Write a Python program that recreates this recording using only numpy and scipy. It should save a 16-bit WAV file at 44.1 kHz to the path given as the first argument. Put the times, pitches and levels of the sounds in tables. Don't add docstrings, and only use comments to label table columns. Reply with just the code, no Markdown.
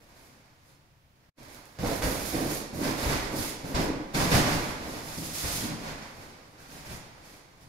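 import sys
import numpy as np
from scipy import signal
from scipy.fft import rfft, irfft
from scipy.io import wavfile
from scipy.ndimage import uniform_filter1d

SR = 44100
rng = np.random.default_rng(int(sys.argv[2]) if len(sys.argv) > 2 else 0)


def store_wav(level_fs):
    pcm = np.round(np.clip(np.atleast_2d(level_fs), -1, 1) * 32767)
    wavfile.write(sys.argv[1], SR, pcm.T.astype(np.int16))


N = 338688
PORT_SPACING_S = 0.00046


def ball_cover(distance_m, patches=3):
    gains = cover_gains()
    direct_gain = undb(-3.5) / np.maximum(distance_m, .5)
    out = 0
    for lag_s in np.linspace(0, PORT_SPACING_S, patches):
        drum, plastic = cover_patch(*gains)
        plastic = treble_loss(plastic, distance_m, edge_hz=9500, db_per_m=1.0)
        crackle = np.vstack([plastic, np.roll(plastic, int(lag_s * SR))])
        out = out + (drum + crackle) * direct_gain + reverberation(drum + plastic)
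    return out / np.sqrt(patches)


# frequency in Hz, relative spectral density in dB.
DRUM_SPECTRUM = [(20, -10), (35, -3), (55, -9.5), (90, -5), (120, -1.5), (155, 0.5), (185, -4.5),
                 (215, -3.5), (295, 0), (370, -6), (550, -5), (800, -12), (1200, -18.5), (2500, -41)]
CRUMPLE_SPECTRUM = [(25, 3), (55, 3), (100, -1), (300, -2), (420, -3), (700, 0), (1000, 1), (1250, -2.5),
                    (2250, -3), (2900, -10), (5000, -9), (6900, -15), (8000, -19.5), (15000, -32)]
RUSTLE_SPECTRUM = [(800, -17.5), (2200, -3), (3000, -4), (5200, 1), (6000, -1.5), (6900, 1.5), (7600, -5.5),
                   (8900, -1.5), (9900, -4.5), (10800, 0.5), (11800, -4.5), (13200, -3), (14300, -14),
                   (16000, -9.5)]

def cover_patch(drum_gain, crumple_gain, rustle_gain):
    taps = buckling(per_s=200, spread_db=4.5, flurry_db=3, flurries_per_s=35)
    creases = buckling(per_s=600, spread_db=6, flurry_db=3.5, flurries_per_s=55)
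    flicks = buckling(per_s=750, spread_db=7.5, flurry_db=2.5, flurries_per_s=90)
    drum = unit_rms(colour(taps, DRUM_SPECTRUM)) * drum_gain
    crumple = unit_rms(colour(creases, CRUMPLE_SPECTRUM)) * crumple_gain
    rustle = unit_rms(colour(flicks, RUSTLE_SPECTRUM)) * rustle_gain
    return drum, crumple + rustle


def buckling(per_s, spread_db, flurry_db, flurries_per_s, count=16384):
    onsets, sign = rng.integers(0, N, count), rng.choice([-1, 1], count)
    scatter, flurries = np.clip(rng.standard_normal((2, count)), -2.2, 2.2)
    flurry = np.interp(onsets / SR * flurries_per_s, np.arange(count), flurries)
    size = undb(spread_db * scatter + flurry_db * flurry)
    active = np.arange(count) < per_s * N / SR
    return np.bincount(onsets, active * sign * size, N)[None]


def cover_gains():
    t = np.arange(0, N / SR, .001)
    drum, crumple, rustle = np.sqrt(rolling(t) + landings(t))
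    crumple = crumple + slaps(t, rise_s=.004, fade_s=0.012)
    return curves(np.c_[t, drum, crumple, rustle])


# time in seconds, crumpling level in dB.
ROLL_LEVELS = [(0.0, -58), (0.5, -64), (0.95, -71), (1.3, -67), (1.375, -51.5), (1.76, -58.5), (1.9, -43.5),
               (2.54, -42.5), (2.66, -57), (3.2, -44), (3.6, -50), (4.05, -54), (4.6, -42.5), (4.9, -43),
               (5.3, -49), (5.7, -44.5), (6.5, -56.5), (7.0, -54.5), (7.68, -60.5)]
# start and length in seconds, crumpling and rustle in dB.
COVER_FOLDS = [(0.10, .28, -61, -63), (0.61, 0.14, -62, -64), (1.47, 0.11, -56, -54.5),
               (1.805, .22, -39, -43), (2.122, 0.35, -44.5, -40.5), (2.42, .2, -48, -39),
               (2.79, .15, -33, -40), (2.922, 0.16, -35, -40), (3.10, .2, -38, -49),
               (3.311, .21, -46, -35.5), (4.146, 0.15, -30, -40), (4.527, .22, -39.5, -44),
               (4.84, 0.17, -49, -45), (4.983, 0.47, -52, -40), (5.248, 0.45, -39, -33.5),
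               (5.759, 0.19, -40, -53), (5.933, 0.21, -47.5, -67.5), (6.099, 0.19, -48.5, -57.5),
               (6.57, 0.085, -59, -55.5), (6.623, 0.24, -50, -52), (6.814, .18, -42, -48),
               (7.183, 0.24, -54, -56), (7.556, .12, -59, -60.5)]

def rolling(t):
    roll_db = np.interp(t, *np.transpose(ROLL_LEVELS))
    power = undb(roll_db + np.c_[[-3.5, 0, -10.5]]) ** 2
    for start_s, length_s, crumple_db, rustle_db in COVER_FOLDS:
        swell = np.sin(np.pi * np.clip((t - start_s) / length_s, 0, 1))
        drum_db = crumple_db - 4
        power += (undb(np.c_[[drum_db, crumple_db, rustle_db]]) * swell) ** 2
    return power


# start, squeeze time and hold time in seconds,
# levels of drumming, crumpling, rustle and thump in dB, thump pitch in Hz.
BALL_LANDINGS = [(1.784, 0.0099, .09, -31, -42, -53, -29, 130),
                 (2.015, .014, 0.13, -31, -37, -38.5, -29.5, 60),
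                 (2.318, .016, 0.21, -30.5, -37, -41, -26, 273),
                 (2.724, .012, .08, -34.5, -42, -45.5, -31, 172),
                 (2.777, .028, 0.1, -33, -39, -46, -23.5, 272),
                 (3.018, .046, 0.061, -28.5, -29.5, -37.5, -25, 59),
                 (3.308, .021, .09, -34.5, -39, -40, -30, 280),
                 (3.628, 0.012, 0.099, -36.5, -44, -48.5, -35, 165),
                 (3.738, 0.0044, 0.082, -24.5, -31, -42, -27, 45),
                 (4.130, 0.0161, 0.19, -27, -30, -34.5, -22.5, 200),
                 (4.294, 0.03405, 0.042, -27, -25, -27, -16.5, 126),
                 (4.420, 0.036, .11, -29.5, -29.5, -38, -30, 260),
                 (4.790, .060, .22, -40, -50, -57, -40, 150),
                 (5.165, .009, 0.063, -42, -48, -45, -30.5, 173),
                 (5.616, 0.0097, 0.053, -39.5, -46, -50, -26.5, 197)]

def landings(t, sag_db_per_s=35, lift_db_per_s=262, flap_inertia_s=0.012):
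    power = 0
    for start_s, squeeze_s, hold_s, drum_db, crumple_db, rustle_db, _, _ in BALL_LANDINGS:
        age = t - start_s
        pressed_s = np.maximum(age - squeeze_s, 0)
        lifted_s = np.maximum(age - squeeze_s - hold_s, 0)
        rise_s = squeeze_s + np.c_[[0, 0, flap_inertia_s]]
        decay = undb(-sag_db_per_s * pressed_s - lift_db_per_s * lifted_s)
        load = np.clip(age / rise_s, 0, 1) * decay ** 2
        power = power + undb(np.c_[[drum_db, crumple_db, rustle_db]]) ** 2 * load
    return power


# start in seconds, level in dB.
COVER_SLAPS = [(1.785, -38), (2.018, -23.5), (3.741, -26), (4.135, -41), (4.192, -27), (4.312, -19),
               (5.435, -38), (6.577, -49), (6.69, -44)]

def slaps(t, rise_s, fade_s):
    return sum(undb(db) * np.clip((t - start_s) / rise_s, 0, 1) * np.exp(-abs(t - start_s) / fade_s)
               for start_s, db in COVER_SLAPS)


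# frequency in Hz, level in dB, T60 in seconds.
BALL_RESONANCES = [(44, 4, 0.13), (57, 1, 0.15), (81, -1.5, 0.11), (117.3, -0.5, 0.1), (159.3, 2.5, 0.1),
                   (218.6, 0, 0.12), (256, -1, 0.11), (303.2, 1, 0.14), (371.7, -1, 0.11),
                   (458, 2.5, 0.076), (543, 1, 0.083), (703, 0, 0.054), (820, -6, .06), (990, -2, .08)]
# start in seconds, level in dB, pitch in Hz.
BALL_THUDS = [(1.838, -32, 550), (1.912, -25.5, 600), (2.05, -30.5, 62), (2.409, -26.5, 230),
              (2.87, -30, 277), (3.385, -33.5, 308), (3.752, -27, 930), (3.769, -28, 149),
              (3.785, -28, 314), (3.89, -26, 289), (4.229, -22.5, 170), (4.379, -21, 253), (5.438, -30, 95),
              (5.539, -32.5, 138), (5.654, -29, 190), (5.699, -34, 124), (6.694, -46, 165),
              (6.748, -45, 183), (6.872, -40, 142), (6.899, -38, 114), (7.627, -48, 125)]

def ball_thumps(mode_span_octaves, contact_s, size=8192):
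    t = np.arange(size) / SR
    hz, db, t60 = np.transpose(BALL_RESONANCES)[:, :, None]
    envelope = undb(db) * np.exp(-np.log(1000) * t / t60) * (1 - np.exp(-t / contact_s))
    blows = [(start_s + squeeze_s, thump_db, pitch_hz)
             for start_s, squeeze_s, *_, thump_db, pitch_hz in BALL_LANDINGS]
    out = np.zeros(N + size)
    for start_s, level_db, pitch_hz in blows + BALL_THUDS:
        detune = 1 + 0.027 * rng.standard_normal(hz.shape)
        excitation = np.exp(-.5 * (np.log2(hz / pitch_hz) / mode_span_octaves) ** 2)
        ring = np.sum(excitation * envelope * np.sin(2 * np.pi * hz * detune * t), axis=0)
        start = int(start_s * SR)
        out[start:start + size] += undb(level_db) * ring / abs(ring).max()
    return out[None, :N]


# time in seconds, impulse level in dB.
CREASE_SNAPS = [(1.432, -29.5), (1.484, -31.5), (1.5465, -24), (1.656, -27)]

def crease_snaps():
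    impulses = np.zeros((1, N))
    for time_s, db in CREASE_SNAPS:
        impulses[0, int(time_s * SR)] += undb(db)
    return colour(impulses, RUSTLE_SPECTRUM)


def treble_loss(x, distance_m, edge_hz, db_per_m):
    low = signal.sosfiltfilt(signal.butter(2, edge_hz, fs=SR, output="sos"), x)
    return low + (x - low) * undb(-db_per_m * (distance_m - np.mean(distance_m)))


def reverberation(x):
    room = stairwell_response(early_power_ratio=3.3, early_t60_s=0.24, first_wall_s=.002)
    return signal.fftconvolve(x, room, axes=1)[:, :N]


# frequency in Hz, T60 in seconds.
STAIRWELL_T60 = [(60, 0.72), (250, 0.97), (1000, 1.12), (2500, 1.02), (5000, 0.79), (9000, 0.57),
                 (15000, 0.21)]

def stairwell_response(early_power_ratio, early_t60_s, first_wall_s, size=49152, bands=8):
    t = np.arange(size) / SR
    hz, noise = diffuse_field(size)
    centres_hz = np.geomspace(200, 15000, bands)
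    early = early_power_ratio * 10 ** (-6 * t / early_t60_s)
    response = 0
    for centre_hz, weights in zip(centres_hz, np.eye(bands)):
        band = irfft(noise * at_hz(np.c_[centres_hz, weights], hz))
        tail = 10 ** (-6 * t / at_hz(STAIRWELL_T60, centre_hz))
        power = (early + tail) * (t > first_wall_s)
        response = response + band * np.sqrt(power / power.sum())
    spectrum = rfft(response)
    smooth_power = uniform_filter1d(np.mean(abs(spectrum) ** 2, axis=0), size=50)
    return irfft(spectrum / np.sqrt(smooth_power))[:, :size - size // 8]


def diffuse_field(size):
    hz = np.fft.rfftfreq(size, 1 / SR)
    coherence = .96 * np.sinc(2 * hz * PORT_SPACING_S) / (1 + (hz * PORT_SPACING_S) ** 2)
    mid, side = rfft(rng.standard_normal((2, size)))
    mid, side = mid * np.sqrt(1 + coherence), side * np.sqrt(1 - coherence)
    return hz, np.array([mid + side, mid - side])


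# frequency in Hz, relative spectral density in dB.
RUMBLE_SPECTRUM = [(20, -3), (50, -2.5), (140, 3.5), (300, -18), (1000, -18.5), (3000, -21), (8000, -33),
                   (16000, -30)]

def building_rumble(level_db):
    _, noise = diffuse_field(N)
    return undb(level_db) * unit_rms(colour(irfft(noise), RUMBLE_SPECTRUM))


def colour(x, spectrum, size=4096):
    gain = undb(at_hz(spectrum, np.fft.rfftfreq(size, 1 / SR)))
    cepstrum = irfft(np.log(gain))
    cepstrum[1:size // 2] *= 2
    cepstrum[size // 2 + 1:] = 0
    response = irfft(np.exp(rfft(cepstrum)))
    return signal.oaconvolve(x, response[None], axes=1)[:, :N]


def at_hz(table, hz):
    points, values = np.transpose(table)
    return np.interp(np.log(np.maximum(hz, 1)), np.log(points), values)


def curves(table):
    times_s, *columns = np.transpose(table)
    return [np.interp(np.arange(N) / SR, times_s, column) for column in columns]


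def undb(db):
    return 10 ** (np.asarray(db) / 20)


def unit_rms(x):
    return x / np.sqrt(np.mean(x ** 2))


# time in seconds, distance in metres, left minus right level in dB.
BALL_PATH = [(0, 1.3, 1), (1.3, 7, 1), (1.36, 1.6, -1.2), (2, 1.42, -2), (3, 2.9, -1), (4, 4.5, -.2),
             (7.7, 5.9, .8)]

def scene():
    distance_m, pan_db = curves(BALL_PATH)
    thumps = ball_thumps(mode_span_octaves=0.49, contact_s=0.0051)
    snaps = crease_snaps()
    direct = thumps + undb([[-7], [0]]) * snaps
    ball = ball_cover(distance_m) + direct + reverberation(undb(0.9) * thumps + undb(2) * snaps)
    return ball * undb([pan_db / 2, -pan_db / 2]) + building_rumble(level_db=-64)


# frequency in Hz, left minus right level in dB.
PORT_BALANCE = [(60, 3), (120, 2), (200, 1), (400, -2), (1200, -4), (2400, -3.5), (4400, -4), (8100, -2.5),
                (13000, -7)]
# time in seconds, gain in dB.
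DROPOUT_GAIN = [(1.295, 0.5), (1.305, -27), (1.335, -43), (1.36, -25), (1.385, 0.5)]

def record(dry):
    left = colour(dry[:1], [(hz, db / 2) for hz, db in PORT_BALANCE])
    right = colour(dry[1:], [(hz, -db / 2) for hz, db in PORT_BALANCE])
    sound = np.vstack([left, right]) * undb(curves(DROPOUT_GAIN)[0])
    low_pass = signal.ellip(10, .2, 80, 15600, fs=SR, output="sos")
    return signal.sosfilt(low_pass, sound)


dry = scene()
out = record(dry)
store_wav(out)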